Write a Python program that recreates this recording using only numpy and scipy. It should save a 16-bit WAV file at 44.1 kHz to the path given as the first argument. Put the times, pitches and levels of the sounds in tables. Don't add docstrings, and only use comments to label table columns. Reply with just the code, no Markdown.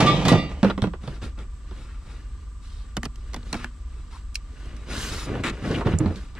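import sys
import numpy as np
from scipy import signal
from scipy.fft import rfft, irfft, next_fast_len
from scipy.io import wavfile
from scipy.ndimage import uniform_filter1d

SR = 44100
rng = np.random.default_rng(int(sys.argv[2]) if len(sys.argv) > 2 else 0)


def master_out(mix):
    frames = np.transpose(np.atleast_2d(mix))
    ceiling = np.clip(frames, -1, 1)
    pcm = np.round(ceiling * 32767).astype(np.int16)
    wavfile.write(sys.argv[1], SR, pcm)


N = 281799
TIME = np.arange(N) / SR
TAIL = TIME[:SR]
FFT_SIZE = next_fast_len(N + SR // 4, real=True)
FFT_HZ = np.fft.rfftfreq(FFT_SIZE, 1 / SR)


def amp(db):
    return 10 ** (np.asarray(db) / 20)


def gain_at(points, hz):
    point_hz, point_db = np.transpose(points)
    hz = np.maximum(hz, 1)
    inside = amp(np.interp(np.log(hz), np.log(point_hz), point_db))
    falloff = np.minimum(1, np.minimum(hz / point_hz[0], point_hz[-1] / hz)) ** 2
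    return inside * falloff


def colour(x, points):
    return irfft(rfft(x, FFT_SIZE) * gain_at(points, FFT_HZ), FFT_SIZE)[:N]


def band(x, lo, hi, order=2):
    top = .48 * SR
    edges = [min(lo, top / 2), min(hi, top)]
    return signal.sosfilt(signal.butter(order, edges, "band", fs=SR, output="sos"), x)


def level(x, db):
    return x * amp(db) / np.sqrt(np.mean(x ** 2))


def hit_level(x, db):
    return x * amp(db) / np.sqrt(np.sum(x ** 2) / (.02 * SR))


def walk(rate):
    hold = int(SR / rate)
    steps = np.repeat(rng.standard_normal(N // hold + 1), hold)
    wander = uniform_filter1d(steps, hold)[:N]
    return wander / wander.std()


def add(track, s, x):
    i = max(int(s * SR), 0)
    track[i:i + len(x)] += x[:N - i]


def fade(t, t60):
    return np.exp(-np.log(1000) * t / t60)


def mode(hz, t60):
    return fade(TAIL, t60) * np.sin(2 * np.pi * hz * TAIL)


def ring(modes, scatter_db, detune):
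    out = 0
    for hz, db, t60 in modes:
        weight, shift = rng.standard_normal(2)
        out = out + amp(db + scatter_db * weight) * mode(hz * (1 + detune * shift), t60)
    return out


HALF_OCTAVES = [(hz, signal.butter(2, [hz / 2 ** .25, hz * 2 ** .25], "band", fs=SR, output="sos"))
                for hz in 110 * 2 ** (np.arange(15) / 2)]


def burst(points, t60, damping):
    t, out = TAIL[:SR // 5], 0
    for hz, sos in HALF_OCTAVES:
        noise = rng.standard_normal(len(t)) * fade(t, t60 * (1000 / hz) ** damping)
        part = level(signal.sosfilt(sos, noise), 0)
        out = out + part * gain_at(points, hz) * np.sqrt(hz)
    return out


def friction(points, rate, spread_db, patchy_db, patch_hz):
    sizes = amp(spread_db * rng.standard_normal(N))
    slips = (rng.random(N) < rate / SR) * rng.choice([-1, 1], N) * sizes
    patches = amp(patchy_db * walk(patch_hz))
    return level(colour(slips * patches, points), 0)


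def pushes(table, attack_share, sag_db_per_s, release_t60):
    out = 0
    for s, length, *dbs in table:
        t = np.maximum(TIME - s, 0)
        attack = max(attack_share * length, 1 / SR)
        rise = np.minimum(t / attack, 1)
        hold = amp(-sag_db_per_s * np.clip(t - attack, 0, length))
        release = fade(np.clip(t - length, 0, 1), release_t60)
        out = out + np.outer(amp(dbs), rise * hold * release)
    return out


def tube(modes):
    return ring(modes, scatter_db=.7, detune=.0004)


# frequency in Hz, relative level in dB, t60 in seconds.
UPPER_LEG_MODES = [(1184, -1, .3), (1212, -17, .5), (1933, -18, .5), (2234, -15, .33), (2476, -16, .45),
                   (2789, -17, .5), (3225, -18, .55), (3515, -7, .34), (3881, -19, .5), (3941, -16, .36),
                   (4457, -19, .27), (4990, -23, .4), (5259, -21, .42), (6342, -27, .22), (7397, -28, .25),
                   (8656, -30, .3)]
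LOWER_LEG_MODES = [(1189, 0, .35), (1927, -1, .37), (1967, -6, .37), (2013, -14, .5), (2089, -10, .45),
                   (2259, -8, .4), (2363, -15, .42), (2471, -10, .45), (2778, -9, .55), (2842, -13, .5),
                   (3354, -12, .55), (3564, -2, .25), (3871, -9, .4), (3935, -10, .45), (4554, -11, .4),
                   (4646, -9, .31), (5367, -7, .17), (5615, -19, .45), (6222, -16, .25), (7704, -19, .12),
                   (8382, -7, .11)]
# start in seconds, then before the contact filter the upper leg, lower leg and
# clash levels in dB, and the upper edge of the contact bandwidth in Hz.
CLANKS = [(.004, -45, -30, -18, 5600), (.063, -11.5, -33, -28.5, 7560), (0.252, -26, -25.5, -24.5, 7040),
          (.282, -25, -20.5, -19.5, 14200), (.321, -39, -40, -24.5, 4960), (0.372, -41, -21.5, -48, 2130),
          (0.514, -47, -59, -40, 1500)]
# frequency in Hz, gain in dB.
CLASH_SPECTRUM = [(600, 8), (1300, 5), (1700, -2), (2500, -2), (4000, 0), (6000, -10.5), (9000, -5.5),
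                  (14000, -42)]
BED_SPECTRUM = [(35, -45), (60, -35), (81, -6.5), (172, 4.5), (236, -7), (280, -1.5), (416, -14), (451, -7),
                (816, -16), (1050, -35), (1150, -34), (1210, -7.5), (1260, -28), (1400, -27), (1820, -111),
                (3080, -120)]
SCRAPE_SPECTRUM = [(800, 22.5), (1400, 11.5), (2600, 17.5), (4000, 9), (6500, 3), (10000, -11),
                   (15000, -27)]
# start and length in seconds, bed rumble and scrape levels in dB before the sag.
SHOVES = [(0.0, 0.27, -14.5, -25.5), (.252, 0.063, -17.5, -39), (.316, .04, -12.5, -32),
          (.425, 0.017, -29, -45), (.49, 0.14, -39, -47)]
# start in seconds, t60 in seconds.
REST = (0.52, 0.47)


def legs():
    rumble, scrape = pushes(SHOVES, attack_share=0.01, sag_db_per_s=41.5, release_t60=0.2)
    ribs = friction(BED_SPECTRUM, rate=1500, spread_db=2, patchy_db=1, patch_hz=60)
    grit = friction(SCRAPE_SPECTRUM, rate=6000, spread_db=3, patchy_db=1, patch_hz=80)
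    scraping = scrape * grit
    out = rumble * ribs + scraping

    sung = signal.fftconvolve(scraping, tube(UPPER_LEG_MODES) + tube(LOWER_LEG_MODES))[:N]
    ringing = level(sung, -8.5) * np.std(scraping)

    others = pile(count=70, low_hz=1276, high_hz=8990, t60=0.33)
    buildup = 1 - fade(TAIL, .04)
    for s, upper_db, lower_db, clash_db, contact_hz in CLANKS:
        upper = hit_level(tube(UPPER_LEG_MODES), upper_db)
        lower = hit_level(tube(LOWER_LEG_MODES), lower_db)
        sympathy = hit_level(tube(others), clash_db - 6)
        clash = hit_level(burst(CLASH_SPECTRUM, t60=0.11, damping=0.89), clash_db)
        add(ringing, s, band((upper + lower + sympathy) * buildup, 200, contact_hz, order=1))
        add(out, s, band(clash, 200, contact_hz, order=1))
    rest_s, rest_t60 = REST
    return out + ringing * fade(np.maximum(TIME - rest_s, 0), rest_t60)


def pile(count, low_hz, high_hz, t60):
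    hz = low_hz + (high_hz - low_hz) * (np.arange(count) + rng.random(count)) / count
    db = 20 * np.log10(gain_at(SCRAPE_SPECTRUM, hz))
    return np.transpose([hz, db, t60 * np.sqrt(low_hz / hz)])


# start in seconds, knock, thump and tick levels in dB, boom pitch in Hz,
# boom t60 in seconds.
KNOCKS = [(.630, -21.5, -10.5, -36.5, 197, .26), (.646, -22.5, -20.5, -41, 530, 0.055),
          (.699, -28, -28.5, -47, 193, .26), (.778, -32, -26.5, -47.5, 257.2, 0.056),
          (.82, -31.5, -49, -35.5, 180, .09), (.825, -45, -17, -54, 118.4, 0.096),
          (.839, -27, -22.5, -51, 458, 0.028), (.871, -39.5, -24.5, -53, 176.5, .19),
          (.935, -37.5, -43, -59, 368, .07), (1.037, -47.5, -40, -61, 197, .11),
          (1.076, -38, -30, -46.5, 132, 0.17), (1.389, -50, -48, -54, 394, .15),
          (1.711, -47.5, -43, -59, 370, 0.066), (5.353, -33.5, -41, -68, 407, .1),
          (5.713, -35, -35, -43, 166, .2), (5.808, -30, -46, -64, 240, .044),
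          (5.86, -36, -18, -51, 115, 0.16), (5.868, -27, -32, -50, 320, .16),
          (5.936, -35, -15.5, -64, 87.4, .19), (6.003, -35, -15.5, -61, 141.5, .12),
          (6.059, -33.5, -17, -51, 88, .25), (6.159, -62, -34.5, -48.5, 190, .17),
          (6.352, -53, -50.5, -56.5, 194, .065)]
# frequency in Hz, relative level in dB, t60 in seconds.
BOX_MODES = [(98, -11, .12), (119.5, -13.5, 0.038), (157.6, -1.5, 0.11), (196, -1, 0.098),
             (237, -14.5, 0.078), (311.6, -14.5, 0.17), (374.5, -11.5, 0.12), (470, -5, 0.016)]
# frequency in Hz, gain in dB.
KNOCK_SPECTRUM = [(250, -14), (500, 13.5), (750, -7), (950, 7.5), (1300, -2), (1800, -10), (2500, -11.5),
                  (3400, -15.5), (5000, -35.5)]
TICK_SPECTRUM = [(2500, -3), (4000, 12), (6000, -11.5), (9000, -8), (14000, -58)]


def box_knocks():
    out = np.zeros(N)
    swing = 1 - fade(TAIL, 0.024)
    for s, knock_db, thump_db, tick_db, boom_hz, t60 in KNOCKS:
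        panel = hit_level(mode(boom_hz, t60), 0)
        box = hit_level(ring(BOX_MODES, scatter_db=10, detune=0.031), 0.59)
        add(out, s, hit_level((panel + box) * swing, thump_db))
        add(out, s, hit_level(burst(KNOCK_SPECTRUM, t60=0.056, damping=0.44), knock_db))
        add(out, s, hit_level(burst(TICK_SPECTRUM, t60=0.016, damping=0.82), tick_db))
    return out


# start in seconds, snap and panel levels in dB, tape pitch in Hz,
# tape ring level in dB.
SNAPS = [(2.9681, -33.5, -27, 1550, -31), (3.0314, -41, -35.5, 1680, -39), (3.0425, -50, -47, 6500, -58),
         (3.049, -50, -45, 5500, -58), (3.054, -38.5, -32, 4530, -42), (3.158, -54, -70, 4170, -70),
         (3.3332, -53, -43.5, 4200, -52), (3.343, -41, -35.5, 1150, -46), (3.3625, -52, -37, 2800, -53),
         (3.4295, -70, -52, 3970, -56.5), (3.5284, -36, -28, 4240, -34), (3.541, -53, -27.5, 2180, -58),
         (3.552, -52, -38, 960, -41), (3.6439, -43.5, -40, 1740, -34)]
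# frequency in Hz, gain in dB.
SNAP_SPECTRUM = [(1000, -1), (1800, 4), (3000, -1.5), (4500, 4), (7000, -2), (10000, -7.5), (15000, -37)]
PANEL_SPECTRUM = [(120, 10), (230, 8.5), (450, -3.5), (800, -3.5), (1500, -6.5), (2500, -10), (4000, -18.5)]


def tape_snaps():
    out = np.zeros(N)
    for s, snap_db, panel_db, tape_hz, tape_db in SNAPS:
        add(out, s, hit_level(burst(SNAP_SPECTRUM, t60=.009, damping=.5), snap_db))
        add(out, s + 0.000925, hit_level(mode(tape_hz, t60=.007), tape_db))
        add(out, s + 0.00051, hit_level(mode(240.6, t60=0.52), panel_db - 11.5))
        add(out, s + 0.00101, hit_level(burst(PANEL_SPECTRUM, t60=0.043, damping=0.23), panel_db))
    return out


# start in seconds, level in dB, lowest ringing
# frequency in Hz.
CLICKS = [(4.345, -50, 3500), (4.351, -51, 3000), (4.355, -30, 1510), (4.658, -61, 1000),
          (4.766, -55.5, 1500), (5.987, -35.5, 6700)]
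# frequency in Hz, gain in dB.
CLICK_SPECTRUM = [(1000, -31), (2300, -3), (3300, -12), (4300, -13), (5200, -6), (6100, -6), (7400, -14.5),
                  (10000, -15), (11200, -23), (15000, -15)]


def clicks():
    out = np.zeros(N)
    for s, db, low_hz in CLICKS:
        tick = hit_level(burst(CLICK_SPECTRUM, t60=.005, damping=.2), 0)
        after = hit_level(burst(CLICK_SPECTRUM, t60=0.089, damping=0.18), -14.5)
        add(out, s, hit_level(band(tick + after, low_hz, 9900), db))
    return out


# frequency in Hz, gain in dB.
FLAP_SPECTRUM = [(250, 14.5), (700, -8), (1100, -6.5), (1590, 11), (1950, -4), (2300, -2), (3100, 3),
                 (4500, -20), (7800, -11), (14000, -47)]


def flap_creak():
    out = np.zeros(N)
    start_s, length_s, slip_gap_s, jitter_s = 5.4356, 0.06, .0085, .0015
    first_db, fall_db = -29, 3
    for t in np.arange(0, length_s, slip_gap_s):
        db = first_db - fall_db * (t / length_s) ** 2
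        slip_s = start_s + t + jitter_s * rng.standard_normal()
        add(out, slip_s, hit_level(burst(FLAP_SPECTRUM, t60=0.063, damping=0.37), db))
    return out


# start and length in seconds, panel boom, edge rasp
# and face hiss levels in dB before the sag.
STROKES = [(.635, 0.05, -24.5, -36.5, -51), (1.0, 0.17, -42, -51.5, -56), (1.212, 0.041, -36.5, -45, -48),
           (1.37, 0.044, -42.5, -49.5, -60), (1.78, .17, -61, -56, -64), (2.05, 0.15, -68, -58, -68),
           (2.6, 0.22, -81, -61, -56.5), (3.44, 0.12, -48, -55, -54), (3.53, .11, -45.5, -43, -51.5),
           (4.1, .08, -65, -54, -55), (4.53, 0.36, -47.5, -53.5, -61), (4.86, 0.38, -36, -37.5, -41),
           (4.895, 0.037, -36.5, -46.5, -48.5), (5.25, .16, -28.5, -43.5, -53.5),
           (5.432, 0.034, -34, -30.5, -51), (5.5, 0.12, -38.5, -50, -59), (5.615, .18, -25, -38, -46),
           (5.845, 0.084, -24.5, -38, -50.5), (5.98, .13, -26.5, -49.5, -58.5),
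           (6.355, 0.035, -47, -46, -65)]
# the same columns, with levels in dB before they wander.
GRIP = (1.5, 5.25, -59.5, -65.5, -68)
# start and length in seconds, level in dB before the sag.
GLIDE = (4.895, 0.363, -36)
# frequency in Hz, gain in dB.
BOOM_SPECTRUM = [(50, -28), (90, 6), (170, 2.5), (260, 0), (380, -2), (600, -9.5), (900, -17.5),
                 (1400, -21.5), (2500, -35)]
RASP_SPECTRUM = [(400, -62), (800, -4.5), (1200, 2.5), (1700, 1), (2200, -1.5), (2900, -3), (4000, -15),
                 (6000, -55)]
HISS_SPECTRUM = [(2000, -12), (3800, -0.5), (5500, -5), (7500, -11), (9500, -11), (12000, -25),
                 (15500, -33)]
SHEEN_SPECTRUM = [(3000, -1), (6000, -0.5), (8500, -5), (10000, -7.5), (12000, -12), (15500, -25)]


def rubbing():
    release_t60 = .2
    shifting = amp(5 * walk(6.4))
    grip = pushes([GRIP], 0, 0, release_t60) * shifting
    strokes = pushes(STROKES, attack_share=0.24, sag_db_per_s=10.5, release_t60=release_t60)
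    boom, rasp, hiss = np.hypot(grip, strokes)
    glide, = pushes([GLIDE], attack_share=0.34, sag_db_per_s=34, release_t60=0.043)
    panels = friction(BOOM_SPECTRUM, rate=1200, spread_db=2.5, patchy_db=1, patch_hz=50)
    edges = friction(RASP_SPECTRUM, rate=4000, spread_db=4, patchy_db=1.2, patch_hz=110)
    faces = friction(HISS_SPECTRUM, rate=14000, spread_db=3.5, patchy_db=.7, patch_hz=120)
    wall = friction(SHEEN_SPECTRUM, rate=25000, spread_db=2, patchy_db=.5, patch_hz=120)
    return boom * panels + rasp * edges + hiss * faces + glide * wall


# start and length in seconds, frequency in Hz,
# level in dB before the swell shapes it.
SQUEAKS = [(0.694, 0.025, 1240, -28.5), (0.696, 0.02, 3300, -36.5), (4.119, 0.065, 1046, -47.5),
           (5.638, 0.047, 1590, -44), (5.736, 0.034, 2640, -33.5), (5.799, 0.049, 1040, -36),
           (6.362, .04, 1840, -48)]


def squeaks():
    out = np.zeros(N)
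    for s, length, hz, db in SQUEAKS:
        swell = np.sin(np.pi * np.minimum(TAIL / length, 1))
        slips = (rng.random(len(TAIL)) < 900 / SR) * rng.standard_normal(len(TAIL))
        add(out, s, swell * level(band(slips, hz / 1.18, hz * 1.18, order=2), db))
    return out


# frequency in Hz, gain in dB.
YARD_SPECTRUM = [(11, -53), (18, -8), (37, 1), (59, -1.5), (71, 0.5), (100, -24.5), (247, -29), (557, -47),
                 (899, -47), (1190, -42.5), (2340, -51.5), (2550, -52), (6630, -56.5), (7850, -68.5),
                 (15000, -90)]
INSECT_SPECTRUM = [(6000, -48), (7300, -8), (7890, -1.5), (8400, -8.5), (9300, -26)]
# frequency in Hz, level in dB.
HUM = [(52.5, -39.5), (71, -51.5), (94, -55.5), (121, -58.5), (240, -66.5)]


def yard():
    idle_hz, whine_hz = 24.3, 1180
    air, left, right = (level(colour(rng.standard_normal(N), YARD_SPECTRUM), -36.5) for _ in range(3))
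    spread = [(20, -27.5), (300, -2.5), (1200, 1.0), (4000, 3.5), (15000, 6.5)]  # (Hz, dB)
    diffuse = np.array([colour(x, spread) for x in (left, right)])
    hum = sum(level(np.sin(2 * np.pi * hz * TIME + 0.65 * walk(4.4)), db) for hz, db in HUM)
    throb = 1 + 1.04 * np.sin(2 * np.pi * idle_hz * TIME + 0.25 * walk(2.1))
    whine = level(throb * np.sin(2 * np.pi * whine_hz * TIME + .4 * walk(10)), -63.5)
    whirr = level(throb * band(rng.standard_normal(N), 987, 1060), -70.5)
    insects = np.array([level(colour(rng.standard_normal(N), INSECT_SPECTRUM) * amp(1.6 * walk(20)), -66.0)
                        for _ in range(2)])
    return air + hum + whine + whirr + diffuse + insects


# frequency in Hz, ratio in dB.
SCATTER = [(100, -17.5), (500, -17.5), (1200, -9), (2300, -2), (4000, -3.5), (8000, 0.5), (14000, -1.5)]
# frequency in Hz, difference in dB.
LEFT_PORT = [(100, -2.5), (1200, -0.5), (2300, 0.5), (4000, 0), (8000, -5.5), (14000, -2)]


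def tailgate(x, lag_s, t60, pan_db):
    echoes = rng.standard_normal((2, 2, len(TAIL))) * fade(TAIL, t60) * (1 - fade(TAIL, 0.0032))
    echoes /= np.sqrt(np.sum(echoes ** 2, axis=-1, keepdims=True))
    inside = np.clip(FFT_HZ, LEFT_PORT[0][0], LEFT_PORT[-1][0])
    wet = gain_at(SCATTER, inside)
    balance = np.sqrt(gain_at(LEFT_PORT, inside) * amp(pan_db))
    ports = rfft(x, FFT_SIZE) * np.array([balance, 1 / balance]) / np.sqrt(1 + wet ** 2)
    delay = np.exp(-2j * np.pi * FFT_HZ * np.array([[lag_s], [0]]))
    direct = irfft(ports * delay, FFT_SIZE)[:, :N]
    here, there = irfft(ports * wet * rfft(echoes, FFT_SIZE), FFT_SIZE)[..., :N]
    position = 1.7 * walk(18)
    return direct + here * np.cos(position) + there * np.sin(position)


def scene():
    return (tailgate(legs(), lag_s=.000048, t60=0.13, pan_db=-0.8)
            + tailgate(box_knocks(), lag_s=.000045, t60=0.16, pan_db=-1.5)
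            + tailgate(tape_snaps() + clicks(), lag_s=.000036, t60=0.019, pan_db=-0.5)
            + tailgate(flap_creak() + rubbing() + squeaks(), lag_s=.000032, t60=0.028, pan_db=1.46)
            + yard())


def record(dry):
    rounded = np.tanh(dry)
    return signal.sosfilt(signal.ellip(8, .2, 70, 15600, fs=SR, output="sos"), rounded)


dry = scene()
out = record(dry)
master_out(out)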